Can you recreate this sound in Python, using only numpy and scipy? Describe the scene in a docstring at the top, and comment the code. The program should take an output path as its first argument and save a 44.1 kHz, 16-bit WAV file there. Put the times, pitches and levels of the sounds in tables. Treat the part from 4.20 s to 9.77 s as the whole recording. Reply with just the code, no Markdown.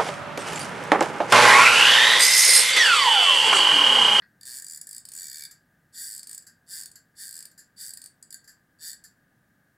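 """A quiet room murmurs and a grip settles with two light knocks; then a hot glue gun is squeezed repeatedly.
Its trigger sticks and slips: impulses at a changing rate make scratchy creaks, which break up into single ticks.
Each slip drives damped sines (the plastic shell) and bursts of filtered noise (scratch, hiss, rasp, low body).
Noise bursts make the soft clacks of the trigger let go; sparse echoes add a short room tail in stereo."""
import sys
import numpy as np
from scipy import signal
from scipy.fft import rfft, irfft
from scipy.io import wavfile

SR = 44100
rng = np.random.default_rng(int(sys.argv[2]) if len(sys.argv) > 2 else 0)


def output_pcm(signal):
    """Save a mono or channel-first signal as 16-bit PCM at the path in sys.argv[1].

    Samples are clipped to [-1, 1] before scaling.
    """
    pcm = np.clip(np.atleast_2d(signal).T, -1, 1) * 32767
    wavfile.write(sys.argv[1], SR, np.round(pcm).astype(np.int16))


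N = 245630
TIME, HZ = np.arange(N) / SR, np.fft.rfftfreq(N, 1 / SR)

# All noise spectra are relative: colour() or evened() sets their overall power.
# Steady air noise of the room: frequency_hz, relative_density_db
AIR_SPECTRUM = [(25, -15.5), (45, -12.5), (62, -7.5), (82, -6.5), (100, -3.5), (160, 0.5), (310, -7.5),
                (400, -14.5), (700, -14), (1050, -20), (1350, -17.5), (1630, -4.5), (2000, -18.5),
                (2450, -27), (6000, -30), (12500, -29), (15500, -29)]
# Light knocks of the grip settling: start_s, level_db (before the attack), decay_s
GRIP_KNOCKS = [(.0205, -46.5, 0.0074), (.034, -53, 0.007)]
# Spectrum of the grip's knock: frequency_hz, relative_density_db
KNOCK_SPECTRUM = [(700, -23), (1300, -10), (1650, 8.5), (2300, -17), (3000, -23), (3900, -24), (4550, -8),
                  (5100, -16), (6000, -37)]
# Squeezes of the trigger: start_s, full_slip_level_db, extra_rubbing_at_start_db
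TRIGGER_SQUEEZES = [(0.201, -34, 13.5), (1.723, -33.5, 17), (2.465, -34, 17.5), (2.955, -35, 18),
                    (3.56, -34.5, 18.5), (4.11, -35.5, 14), (4.589, -34.5, 22)]
# Lone ticks, where the trigger gives once and sticks again: time_s, level_db
LONE_TICKS = [(0.2104, -42.5), (.231, -39), (0.613, -31), (0.8524, -34.5), (1.2592, -43), (2.0305, -34),
              (2.178, -34), (2.6578, -32.5), (2.715, -43), (3.2539, -33.5), (3.7358, -32.5),
              (3.7725, -33.5), (3.8168, -36), (3.8397, -36), (3.8593, -35.5), (4.0266, -39.5),
              (4.1054, -39.5), (4.1257, -35), (4.1424, -34)]
# Creaks, one curve for each unbroken run of sticking and slipping: time_s, rate_slips_per_s
CREAK_RATES = [
    [(0.253, 136.0), (0.317, 117.0), (0.368, 149.0), (0.406, 36.9), (0.468, 50.2), (0.505, 86.5),
     (0.576, 69.4)],
    [(0.67, 47.0), (0.784, 61.8)],
    [(0.887, 14.9), (0.924, 56.1), (0.991, 98.2), (1.101, 60.2), (1.188, 85.3), (1.2, 73.5), (1.254, 64.3)],
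    [(1.726, 226), (1.749, 237.0), (1.766, 150), (1.817, 245), (1.903, 94.5), (1.929, 118), (1.961, 61.6),
     (2.006, 69.4)],
    [(2.071, 35.2), (2.095, 53.9), (2.149, 60.4)],
    [(2.464, 191.0), (2.476, 147.0), (2.532, 224.0), (2.576, 149.0), (2.637, 67.2)],
    [(2.953, 212.0), (2.993, 241.0), (3.036, 181.0), (3.102, 46.8), (3.166, 91.4), (3.228, 38.7)],
    [(3.562, 225.0), (3.603, 224.0), (3.608, 282.0), (3.646, 150.0), (3.71, 56.0)],
    [(4.587, 153.0), (4.662, 168.0), (4.667, 271.0), (4.708, 85.1), (4.733, 52.4)],
]
# Strain late in the first squeeze; end values hold outside it: time_s, extra_rubbing_db, groan_gain_db
SHELL_STRAIN = [(.92, -2.5, -36), (1.02, 5.5, -28), (1.25, 11, -19), (1.3, -5, -47.5)]
# Ringing modes of the shell, before detuning: frequency_hz, relative_level_db
SHELL_MODES = [(4560, -5.5), (4850, -2), (5130, -10), (7200, 1), (7740, 4.5), (8190, -1.5), (8450, -6.5),
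               (9130, 1.5), (9500, -6), (10880, -7), (12400, -6)]
# Low resonances of the microphone, heard as the body of the creak:
# frequency_hz, width_hz (full, at a quarter of peak amplitude), relative_level_db
BODY_RESONANCES = [(1613, 213, 4.5), (1827, 480, 1.5), (2300, 150, -15)]
# Spectrum of the sliding scratch: frequency_hz, relative_density_db
SCRATCH_SPECTRUM = [(3600, -46), (4100, -21.5), (4500, 11.5), (5100, 9), (5700, 9.5), (6200, 1), (7000, 10),
                    (7750, 11), (8500, 3.5), (9100, 9), (9900, 9.5), (10800, 14), (11500, 10), (13000, -22)]
# Spectrum of the fine friction hiss: frequency_hz, relative_density_db
FIZZ_SPECTRUM = [(5000, -38), (6500, 6.5), (8700, 0), (10500, 7), (11700, -21), (12500, 9), (13500, 7),
                 (14000, 5), (15300, 6), (15800, -16)]
# Middle resonances woken by hard rubbing: frequency_hz, relative_density_db
RASP_SPECTRUM = [(2300, -35.5), (2700, -30), (3000, -23), (3250, -21), (3600, -7), (3950, -23.5),
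                 (4350, -4.5), (4650, 3.5), (5000, -5), (5500, -17.5), (6800, -33.5)]
# Note of the strained shell: frequency_hz, relative_density_db
GROAN_SPECTRUM = [(1700, -45), (2050, -7), (2300, 11.5), (2480, -13), (2700, -14.5)]
# Clacks of the trigger easing back: start_s, level_db (before the attack), decay_s
TRIGGER_CLACKS = [(1.3095, -39.5, 0.0075), (2.221, -49, 0.006), (2.2655, -43, 0.012),
                  (2.7555, -37.5, 0.0046), (3.313, -45.5, 0.0031), (3.3765, -44.5, 0.0083),
                  (3.389, -50, 0.018), (4.2405, -53.5, 0.0091), (4.275, -44, 0.0088), (4.289, -51, 0.015),
                  (4.838, -44, 0.014)]
# Spectrum of the trigger's clack: frequency_hz, relative_density_db
CLACK_SPECTRUM = [(1200, -23), (1650, 5), (2400, -25), (3900, -18.5), (4650, 6), (5600, -9.5), (6500, -8),
                  (7500, 9), (8500, -10.5), (9600, -2.5), (11000, -4), (13000, -4), (15500, -20)]
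# Reverberation: frequency_hz, t60_s
ROOM_T60 = [(1500, 0.37), (4500, 0.22), (8000, 0.19), (15000, 0.12)]
# Stereo spread: frequency_hz, side_over_mid_db
STEREO_WIDTH = [(60, -17), (160, -40), (600, -24.5), (1200, -27.5), (1700, -20.5), (2050, -11.5),
                (2600, -33), (5500, -87), (7500, -40.5), (9000, -24.5), (10000, -16.5), (11500, -19.5),
                (13000, -23), (15000, -32)]
# Imbalance of the direct channels: frequency_hz, left_over_right_db
STEREO_LEAN = [(1200, 0), (1600, 2), (1900, 4.3), (2250, .3), (9200, 0), (9900, -3), (10500, 0)]

AIR_DB = -66.5  # rms level
SWELL_S, RISE_S, FALL_S = .0024, .0032, .0011  # time to a slip's peak, growth and decay constants
SOFT_START_DB, GRIP_S = -31, 0.021  # a squeeze starts this much softer and takes hold with this time constant
LEAD_S = .003  # a squeeze's settings take over this long before its start
GLIDE_RUB_DB, EASE_S = -8.5, 0.18  # rubbing eases to this level with this time constant
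UNEVEN_DB = 0.28  # standard deviation of strength from slip to slip
REST_DB_PER_DOUBLING, USUAL_RATE = -0.04, 66  # per doubling of the wait; reference slips per second
DETUNE = 0.0062  # standard deviation of the shift of each mode, as a share of its frequency
EDGE_HZ = 16000  # lowpass cutoff


def gain_of(db):
    """Level law: decibels are twenty times the logarithm of amplitude."""
    return 10 ** (np.asarray(db) / 20)


def evened(x):
    """Power normalisation: scales to an rms of one."""
    return x / np.sqrt(np.mean(x ** 2) + 1e-20)


def read(points, hz):
    """Interpolation of a spectrum along a logarithmic frequency axis."""
    f, value = np.transpose(points)
    return np.interp(np.log(hz + 1), np.log(f + 1), value)


def colour(x, gain):
    """Minimum-phase filtering: log magnitude fixes phase; white noise keeps its power."""
    log_gain = np.log(np.maximum(evened(gain), 1e-5))
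    circle = np.concatenate([log_gain, log_gain[-2:0:-1]])
    transfer = np.exp(np.conj(signal.hilbert(circle)))[:len(HZ)]
    response = irfft(transfer, N)
    return signal.oaconvolve(x, response[:4096])[:N]


def noise(envelope, gain):
    """Source and filter: fresh noise under an envelope rings through a spectrum."""
    return colour(envelope * rng.standard_normal(N), gain)


def shifting(x, response, turns_per_s, count=3):
    """Time-varying convolution: cyclic power-preserving fades among several drawn responses."""
    phases = [turns_per_s * TIME + k / count for k in range(count)]
    weights = np.array([np.maximum(np.cos(2 * np.pi * phase), 0) for phase in phases])
    weights /= np.linalg.norm(weights, axis=0)
    return sum(signal.oaconvolve(x * weight, response())[:N] for weight in weights)


def background(whine_hz=1220, whine_db=-85):
    """Stationary noise: spectrally shaped murmur and hiss, with one faint sinusoidal whine."""
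    shaped = irfft(rfft(rng.standard_normal(N)) * gain_of(read(AIR_SPECTRUM, HZ)), N)
    air = gain_of(AIR_DB) * evened(shaped)
    whine = gain_of(whine_db) * np.sqrt(2) * np.sin(2 * np.pi * whine_hz * TIME)
    return air + whine


def rattle(events, spectrum, attack):
    """Impact of loose plastic parts: brief noise bursts with a linear attack and exponential decay."""
    envelope = np.zeros(N)
    for s, db, decay in events:
        onset = np.clip((TIME - s) / attack, 0, 1)
        envelope += gain_of(db) * onset * np.exp(-abs(TIME - s) / decay)
    return noise(envelope, gain_of(read(spectrum, HZ)))


def squeezing():
    """Exponential relaxation: slip level takes hold while hard rubbing eases, both in dB over time."""
    start, full_db, bite_db = np.transpose(TRIGGER_SQUEEZES)
    now = np.maximum(np.searchsorted(start, TIME + LEAD_S) - 1, 0)
    age = np.maximum(TIME - start[now], 0)
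    level_db = full_db[now] + SOFT_START_DB * np.exp(-age / GRIP_S)
    rub_db = GLIDE_RUB_DB + bite_db[now] * np.exp(-age / EASE_S)
    return level_db, rub_db


def slip_train(level_db):
    """Stick-slip motion: one impulse a slip, at each whole turn of the integrated rate, plus lone ticks."""
    train = np.zeros(N)
    for curve in CREAK_RATES:
        s, rate = np.transpose(curve)
        turns = np.cumsum(np.interp(TIME, s, rate, left=0, right=0)) / SR
        at = np.flatnonzero(np.diff(np.ceil(turns)))
        # slower slips are very slightly weaker
        rest_db = REST_DB_PER_DOUBLING * np.log2(USUAL_RATE / np.interp(TIME[at], s, rate))
        uneven_db = UNEVEN_DB * rng.standard_normal(len(at))
        train[at] += gain_of(level_db[at] + rest_db + uneven_db)
    for s, db in LONE_TICKS:
        train[round(s * SR)] += gain_of(db)
    return train


def shell_ring(t, slide):
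    """Modal excitation: detuned shell modes sound for the length of one slip."""
    modes = 0
    for hz, db in SHELL_MODES:
        shifted_hz = hz * (1 + DETUNE * rng.standard_normal())
        modes = modes + gain_of(db) * np.sin(2 * np.pi * (shifted_hz * t + rng.random()))
    return evened(slide * modes) * np.sqrt(np.mean(slide ** 2))


def spread(blows, shape):
    """Incoherent addition: the energies of blows sum, each following the shape."""
    return np.sqrt(abs(signal.oaconvolve(blows ** 2, shape ** 2)[:N]))


# each *_follow is dB of gain per dB of rubbing
def creak(ring_db=-4.0, ring_follow=0.31, scratch_db=-7.0, scratch_follow=0.4,
          body_db=-16.5, body_follow=0.6, body_decay=0.0029,
          rasp_db=-8.0, rasp_follow=1.01, fizz_db=-6.5, fizz_follow=0.42, brighten=0.74):
    """Friction-driven vibration: each slip gathers speed and stops short, ringing the shell and scratching."""
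    level_db, rub_db = squeezing()
    train, t = slip_train(level_db), np.arange(SR // 50) / SR
    strain_s, strain_db, groan_db = np.transpose(SHELL_STRAIN)
    rub_db = rub_db + np.interp(TIME, strain_s, strain_db)
    slide = np.exp(np.minimum((t - SWELL_S) / RISE_S, (SWELL_S - t) / FALL_S))

    # hard rubbing trades the ring for scratch and rasp
    struck = train * gain_of(ring_db - ring_follow * rub_db)
    shell = shifting(struck, lambda: shell_ring(t, slide), turns_per_s=1.7, count=7)
    sliding = spread(train, slide)
    scratch_gain = gain_of(scratch_db + scratch_follow * rub_db)
    scratch = noise(sliding * scratch_gain, gain_of(read(SCRATCH_SPECTRUM, HZ)))
    # weak slips have less fizz, so a run brightens as it swells
    relative_strength = train / np.median(train[train > 0])
    sharp = spread(train * relative_strength ** brighten, slide)
    fizz = noise(sharp * gain_of(fizz_db + fizz_follow * rub_db), gain_of(read(FIZZ_SPECTRUM, HZ)))
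    rasp = noise(sliding * gain_of(rasp_db + rasp_follow * rub_db), gain_of(read(RASP_SPECTRUM, HZ)))
    # the body and the groan die away a little more slowly
    hold = np.exp(-t / body_decay)
    held = spread(sliding, hold / np.linalg.norm(hold))
    body_gain = sum(gain_of(db) / (1 + (2 * (HZ - hz) / width) ** 2) ** 2 for hz, width, db in BODY_RESONANCES)
    body = noise(held * gain_of(body_db + body_follow * rub_db), body_gain)
    groan_gain = gain_of(np.interp(TIME, strain_s, groan_db))
    groan = noise(held * groan_gain, gain_of(read(GROAN_SPECTRUM, HZ)))
    return shell + scratch + fizz + rasp + body + groan


def reflections(early_db=-4, early_decay=0.0035, first=0.0018):
    """Reverberation: sparse echoes, stronger early on, decay at a rate set by frequency."""
    t = np.arange(SR // 2) / SR
    signs = rng.choice([-1., 1.], len(t))
    taps = signs * (rng.random(len(t)) < .2) * (t > first)
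    taps *= 1 + gain_of(early_db) * np.exp(-t / early_decay)  # early cluster off the table and hands
    hz, when, z = signal.stft(taps, SR, nperseg=256)
    fade = gain_of(-60 * when / read(ROOM_T60, hz)[:, None])
    tail = signal.istft(z * fade, SR, nperseg=256)[1]
    return tail / np.linalg.norm(tail)


def room(x):
    """Moving-source reverberation: the echo pattern drifts as the gun is moved about."""
    return shifting(x, reflections, turns_per_s=1.1)


def microphones(mid):
    """Mid-side stereo: a frequency-dependent imbalance, plus reverberant sound of opposite sign in each channel."""
    side = rfft(room(mid)) * gain_of(read(STEREO_WIDTH, HZ))
    lean = gain_of(read(STEREO_LEAN, HZ) / 2)
    left = rfft(mid) * lean + side
    right = rfft(mid) / lean - side
    return irfft(np.array([left, right]), N)


def scene(creak_room_db=-4.0, clack_room_db=-1, knock_room_db=-6):
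    """Superposition: direct sounds, their reverberation and the room's background add."""
    air = background()
    knocks = rattle(GRIP_KNOCKS, KNOCK_SPECTRUM, attack=0.00039)
    creaks = creak()
    clacks = rattle(TRIGGER_CLACKS, CLACK_SPECTRUM, attack=0.0031)
    sent = gain_of(creak_room_db) * creaks + gain_of(clack_room_db) * clacks + gain_of(knock_room_db) * knocks
    return microphones(creaks + clacks + knocks + room(sent) + air)


def record(dry):
    """Band limitation: a linear-phase lowpass filter removes the highest frequencies."""
    lowpass = signal.firwin(255, EDGE_HZ, window=("kaiser", 8), fs=SR)
    return signal.oaconvolve(dry, lowpass[None], "same")


dry = scene()
out = record(dry)
output_pcm(out)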